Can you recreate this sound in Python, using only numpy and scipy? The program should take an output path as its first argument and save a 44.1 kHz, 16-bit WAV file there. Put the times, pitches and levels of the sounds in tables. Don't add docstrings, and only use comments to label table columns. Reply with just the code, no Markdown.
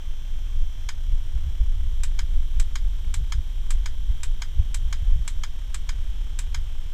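import sys
import numpy as np
from scipy import signal
from scipy.fft import rfft, irfft, next_fast_len
from scipy.io import wavfile
from scipy.ndimage import uniform_filter1d

SR = 44100
rng = np.random.default_rng(int(sys.argv[2]) if len(sys.argv) > 2 else 0)


def attenuation_scalar(level_db):
    decades = np.asarray(level_db, float) / 20
    return 10 ** decades


def file_out(sig):
    cols = np.atleast_2d(sig).T
    lim = np.clip(cols, -1, 1)
    pcm = np.round(lim * 32767).astype(np.int16)
    wavfile.write(sys.argv[1], SR, pcm)


N = 305833

# start_s (middle of the gust), length_s, rise_db, eddy_hz
GUSTS = [(0.083, 0.079, 11, 25), (4.85, 0.16, 7.5, 100), (0.348, 0.11, 7.5, 22), (0.618, 0.13, 11.5, 34.4),
         (0.975, .09, 3.5, 80), (1.128, 0.09, 14, 43.4), (1.364, 0.057, 12.5, 80), (1.471, .07, 14, 70),
         (1.618, 0.047, 23, 61), (1.7, 0.092, 7.5, 22), (1.836, 0.18, 9, 60), (2.04, 0.06, 13.5, 37.2),
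         (2.23, 0.098, 4, 80), (2.381, 0.086, 11.5, 39.7), (2.597, 0.076, 18.5, 50), (2.86, 0.084, 5, 51),
         (3.082, 0.052, 8, 109), (3.118, .07, 7, 22), (3.201, .09, 15.5, 85), (3.372, 0.076, 17, 74.4),
         (3.743, 0.091, 11, 21.8), (4.111, 0.045, 17.5, 48.6), (4.301, 0.062, 11.5, 25),
         (4.599, 0.064, 24.5, 61.5), (5.028, 0.031, 19, 55), (5.11, 0.08, 11.5, 25),
         (5.168, 0.14, 14.5, 87.5), (5.387, 0.072, 13.5, 42.6), (5.88, 0.067, 1, 45), (6.585, 0.16, 10, 55)]
# pitch_hz, level_db (per Hz)
RUMBLE_TONE = [(2.9, -78), (5.0, -4.5), (21, 6.5), (32, -2.5), (62, -12), (113, -30.5), (141, -33),
               (172, -41), (253, -57.5), (400, -64), (520, -61), (880, -120)]
# start_s, level_db
STREAM = [(0, -6.5), (.5, 0.5), (.9, -2), (1.2, 2.5), (1.6, -1), (2, 3.5), (2.5, 2), (2.8, 3.5),
          (3.3, -0.5), (3.9, 3), (4.45, -0.5), (4.85, 3.5), (5.3, -0.5), (5.6, -1.5), (6, 4), (6.4, -1),
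          (6.93, 0)]
# pitch_hz, calm_level_db, stream_share (part of the stream's changes felt)
EDDIES = [
    (25, -25, 1.0),
    (68, -38.5, 1),
    (136, -49.5, 0.34),
]
GUST_OCTAVES, RIPPLE_DB = 1.205, 1.07

# start_s, turns_per_s
SPEED = [(0, 35.76), (.6, 35.72), (.86, 35.64), (1.06, 35.0), (1.2, 34.9), (1.45, 34.95), (1.75, 35.29),
         (2.1, 35.41), (2.9, 35.46), (4.1, 35.42), (4.7, 35.32), (6.94, 35.11)]
HELD_GAIN, HELD_LAG_S = .14, .09
# pitch_hz, level_db (per Hz)
HOUSING_TONE = [(1300, -44), (1550, -1), (1800, -24), (2600, -18), (3100, -1), (3500, -3.5), (4100, -8),
                (4600, -14), (5800, -8), (6600, -12.5), (7600, -14), (10300, -22.5), (13000, -16.5),
                (15300, -22)]
# start_s, level_db, brightness_db (treble above the main resonance)
WHINE = [(0.0, -57.5, 0), (0.79, -58.5, 1.5), (3.32, -58.5, 2), (3.45, -59.5, 3), (5.9, -57.5, -0.5),
         (6.93, -60, 2.5)]
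BLOWS = [.02, .18, .42, .72, .89]
# start_s, grip (0 thumb down, 1 loosened, 2 settled)
GRIP = [
    (0, 0),
    (.86, 0),
    (1.02, 1),
    (1.55, 1),
    (1.9, 2),
    (6.94, 2),
]
# multiple (of the shaft speed), thumb_down_db, loosened_db, settled_db
SINGING = [(6, -67, -68, -67), (8, -73, -73, -72), (10, -76, -76, -76), (44, -73, -72, -73),
           (82, -75, -79, -70), (83, -73, -70, -76), (85, -72, -73, -70), (87, -68, -76, -72),
           (89, -61, -65, -62), (90, -70, -72, -71), (91, -77, -72, -70), (92, -80, -72, -70),
           (93, -74, -62, -66), (95, -67, -72, -81), (96, -69, -69, -66), (97, -68, -71, -71),
           (98, -79, -68, -72), (99, -76, -71, -72), (104, -72, -80, -81), (106, -75, -74, -71),
           (114, -76, -75, -75), (154, -75, -91, -79), (156, -74, -76, -77), (158, -78, -77, -74),
           (160, -92, -76, -90), (162, -74, -74, -75), (168, -76, -76, -80), (169, -82, -75, -86),
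           (170, -76, -83, -79), (172, -73, -83, -82)]

# start_s, peak_db, brightness_db (per octave)
PRESSES = [(2.0342, -18, 2.5), (2.5977, -18.5, 2), (3.1404, -18.5, 2.5), (3.7052, -19, 2),
           (4.2322, -18.5, 2), (4.7437, -18, 3), (5.277, -18.5, 2), (5.7436, -19.5, 1.5),
           (6.3886, -18.5, 3)]
# start_s, peak_db, brightness_db (per octave)
RELEASES = [(0.888, -17, 0), (2.1896, -17.5, 0), (2.755, -17.5, 0), (3.321, -17.5, 0), (3.858, -19, 0.007),
            (4.419, -18, 0), (4.926, -18, 0.0061), (5.4348, -18, 0), (5.8902, -18, 0.0086),
            (6.5445, -17.5, 0.0075)]
# pitch_hz, level_db (per Hz)
PRESS_TONE = [(290, -34), (500, -12), (910, 1.5), (1970, -0.5), (2320, -4.5), (2920, -5.5), (3920, -3),
              (4600, -10.5), (4950, -7), (5560, -9.5), (7660, -2), (11200, -20.5), (15200, -26),
              (16400, -59)]
# pitch_hz, level_db (per Hz)
RELEASE_TONE = [(290, -65), (500, -21), (896, -1.5), (1650, 1.5), (2350, -8.5), (2720, -17), (3150, -1),
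                (4600, -12), (4950, 0.5), (5640, -14), (6530, -4), (10400, -20.5), (13900, -26.5),
                (16400, -22)]
# pitch_hz, press_db, release_db, decay_s (to fall 60 dB)
SHELL = [(940, -9, -4, .045), (1070, -18, -7, .04), (1615, -11, -1, .06), (1795, -15, -3, .05),
         (2078, -10, -4, .055), (2165, -14, -10, .05), (2280, -5, -1, .055), (2435, -12, -3, .05),
         (3080, -11, -7, .06), (3225, -11, -7, .05), (3400, -9, -2, .055), (3750, -12, -9, .05),
         (3980, -15, -10, .06), (4300, -12, -8, .05), (5082, -7, -2, .045), (5310, -11, -3, .045),
         (6430, -14, -3, .05), (6850, -7, -14, .045), (7110, -6, -14, .045), (7455, -3, -14, .045),
         (7820, -2, -14, .045), (8060, -2, -13, .035), (8360, -6, -12, .04)]

# pitch_hz, level_db (per Hz)
HISS_TONE = [(150, -9.5), (250, -3), (600, -8.5), (1000, -7.5), (1600, -10.5), (2300, -9), (3200, -11.5),
             (4500, -21.5), (6000, -19.5), (8500, -20.5), (10500, -33.5), (13500, -35), (15200, -24),
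             (16000, -39)]
HISS_DB = -56
# pitch_hz, decay_s (to fall 60 dB)
ROOM = [(700, 0.041), (1850, 0.12), (4900, 0.12), (13000, 0.096)]
# delay_s, level_db
ECHOES = [(.0026, -31), (.0032, -1.5), (.0055, -18)]


def buffeting(hold_s=0.057, trim_db=(.3, -.7, -.7)):
    push = coloured(RUMBLE_TONE)
    below_45, below_90 = [
        signal.sosfiltfilt(signal.butter(4, hz, fs=SR, output="sos"), push) for hz in (45, 90)]
    eddies = below_45, below_90 - below_45, push - below_90
    total = np.zeros(N)
    for eddy, level_db, trim in zip(eddies, eddy_levels(), trim_db):
        power = smoothed(evened(eddy) ** 2, hold_s)
        held = eddy / np.sqrt(power + 0.026)
        total += attenuation_scalar(level_db + trim) * evened(held)
    return total


def eddy_levels():
    t = np.arange(0, N, 64) / SR
    stream_db = curve(STREAM)[0]
    start_s, length_s, rise_db, gust_hz = np.transpose(GUSTS)
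    swell = np.exp(-(2 * (t[:, None] - start_s) / length_s) ** 2)
    levels = []
    for hz, calm_db, share in EDDIES:
        reach = np.exp(-(np.log2(gust_hz / hz) / GUST_OCTAVES) ** 2)
        gusts_db = np.interp(np.arange(N) / SR, t, swell @ (rise_db * reach))
        levels.append(calm_db + share * stream_db + RIPPLE_DB * wander(14) + gusts_db)
    return levels


def motor(path, count=30, size=8192, spread_db=-1.0, near_s=0.1):
    turns, grip = shaft_turns(), curve(GRIP)[0]
    angle, heavy, sign = rng.random((3, 4, count))
    strength = np.sign(sign - .5) * attenuation_scalar(-spread_db * np.log(heavy + 0.0065))
    multiples = np.arange(470)
    rest = ~np.isin(multiples, np.array(SINGING)[:, 0])
    patterns = []
    for a, s in zip(angle, strength):
        spectrum = np.exp(-2j * np.pi * np.outer(multiples, a)) @ s
        one_turn = irfft(rest * spectrum, size)
        patterns.append(evened(np.interp(turns % 1, np.arange(size) / size, one_turn, period=1)))
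    taps, *changing = patterns
    for k, pattern in enumerate(changing):
        taps = taps + np.clip(1 - abs(grip - k), 0, 1) * pattern
    taps = evened(taps) + attenuation_scalar(-15) * rng.standard_normal(N)
    near_path = path[:2000] * attenuation_scalar(-60 * np.arange(2000) / SR / near_s)
    whine = evened(signal.oaconvolve(taps, np.convolve(causal(HOUSING_TONE), near_path))[:N])
    level_db, bright_db = curve(WHINE)
    treble = signal.sosfilt(signal.butter(2, 4500, "high", fs=SR, output="sos"), whine)
    whine = attenuation_scalar(level_db - 2.5) * (whine + (attenuation_scalar(bright_db) - 1) * treble)
    return whine + singing(turns, grip, multiples)


def singing(turns, grip, multiples, waver_db=1.0):
    blows = np.exp(-2j * np.pi * np.outer(multiples, BLOWS))
    phase = np.angle(blows @ [0.82, 0.79, 0.6, 0.84, 0.61])
    tones = np.zeros(N)
    for k, *grip_db in SINGING:
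        level_db = np.interp(grip, range(3), grip_db) + waver_db * wander(2.415)
        tones += attenuation_scalar(level_db) * np.cos(2 * np.pi * k * turns + phase[k])
    return np.sqrt(2) * tones


def shaft_turns():
    t = np.arange(N) / SR
    held = sum((t > down[0]) & (t < up[0]) for down, up in zip(PRESSES, RELEASES[1:]))
    keep = np.exp(-1 / (HELD_LAG_S * SR))
    gain = HELD_GAIN * signal.lfilter([1 - keep], [1, -keep], held)
    return np.cumsum(curve(SPEED)[0] + gain) / SR


def button(events, snap, paths, which, ring_db, trim_db, dome_hz, dome_db, unlike=0.57):
    t = np.arange(4000) / SR
    ring = np.zeros(4000)
    for mode in SHELL:
        hz, decay_s = mode[0], mode[3]
        ring += attenuation_scalar(mode[which] - 60 * t / decay_s) * np.sin(2 * np.pi * (hz * t + rng.random()))
    ring *= attenuation_scalar(ring_db) * np.clip(t / 0.0007, 0, 1) / np.linalg.norm(ring)
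    for s, db in [(0.00046, 0)] + ECHOES:
        burst = np.exp(-((t - s - .0004) / 0.00021) ** 2)
        ring += attenuation_scalar(dome_db + db) * np.sin(2 * np.pi * dome_hz * (t - s)) * burst
    out = np.zeros(N + SR)
    for k, (s, db, bright_db) in enumerate(events):
        tilted = [(f, g + bright_db * np.log2(f / 4000)) for f, g in snap]
        path = paths[0] + unlike * (paths[1 + k % 4] - paths[0])
        click = signal.fftconvolve(causal(tilted), path)[:4000] + ring
        at = round((s + .0009) * SR)
        out[at:at + 4000] += attenuation_scalar(db + trim_db) * click
    return out[:N]


def air(once=0.24, twice=0.098, flicker_db=1.0, flicker_s=0.0082):
    turn = 2 * np.pi * shaft_turns()
    hiss = attenuation_scalar(HISS_DB + 0.49 * wander(6)) * coloured(HISS_TONE)
    flicker = evened(smoothed(rng.standard_normal(N), flicker_s))
    sweep = 1 + once * np.cos(turn) + twice * np.cos(2 * turn + 1)
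    return hiss * sweep * attenuation_scalar(flicker_db * flicker)


def room(size=9000, start_s=0.00029, wet_db=5.5):
    hz, t, z = signal.stft(rng.standard_normal(size), SR, nperseg=128)
    fading = z * attenuation_scalar(-60 * t / read(ROOM, hz)[:, None])
    tail = signal.istft(fading, SR, nperseg=128)[1][:size]
    tail *= np.clip(np.arange(size) / SR / start_s - .5, 0, 1)
    path = np.zeros(size)
    path[0] = -0.83
    for s, db in ECHOES:
        path[round(s * SR):] += attenuation_scalar(db) * path[:size - round(s * SR)]
    return path + attenuation_scalar(wet_db) * tail / np.linalg.norm(tail)


def evened(x):
    return x / np.sqrt(np.mean(x ** 2) + 1e-20)


def smoothed(x, length_s):
    return uniform_filter1d(uniform_filter1d(x, int(length_s * SR)), int(length_s * SR))


def read(points, hz):
    f, value = np.transpose(points)
    return np.interp(np.log(hz + 1), np.log(f + 1), value)


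def curve(rows):
    s, *columns = np.transpose(rows)
    return [np.interp(np.arange(N) / SR, s, c) for c in columns]


def wander(hz):
    count = int(N * hz / SR) + 2
    return evened(np.interp(np.arange(N) * hz / SR, np.arange(count), rng.standard_normal(count)))


def coloured(points):
    size = next_fast_len(N)
    gain = attenuation_scalar(read(points, np.fft.rfftfreq(size, 1 / SR)))
    return evened(irfft(rfft(rng.standard_normal(size)) * gain, size)[:N])


def causal(points, size=4096):
    log_gain = np.log(attenuation_scalar(read(points, abs(np.fft.fftfreq(size, 1 / SR)))))
    taps = np.fft.ifft(np.exp(np.conj(signal.hilbert(log_gain)))).real[:size // 2]
    return taps / np.linalg.norm(taps)


def scene():
    paths = [room() for _ in range(5)]
    clicks = button(PRESSES, PRESS_TONE, paths, which=1, ring_db=3.5, trim_db=6.0,
                    dome_hz=7300, dome_db=-10)
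    clicks += button(RELEASES, RELEASE_TONE, paths, which=2, ring_db=4.5, trim_db=4.5,
                     dome_hz=5950, dome_db=-13.0)
    return (buffeting() + motor(paths[0]) + air() + clicks)[None]


def roll_off(x):
    return signal.sosfilt(signal.butter(12, 16520, fs=SR, output="sos"), x)


def record(dry):
    top_edge = signal.cheby2(12, 30, 15900, fs=SR, output="sos")
    mix = signal.sosfiltfilt(top_edge, dry)
    return roll_off(mix)


dry = scene()
out = record(dry)
file_out(out)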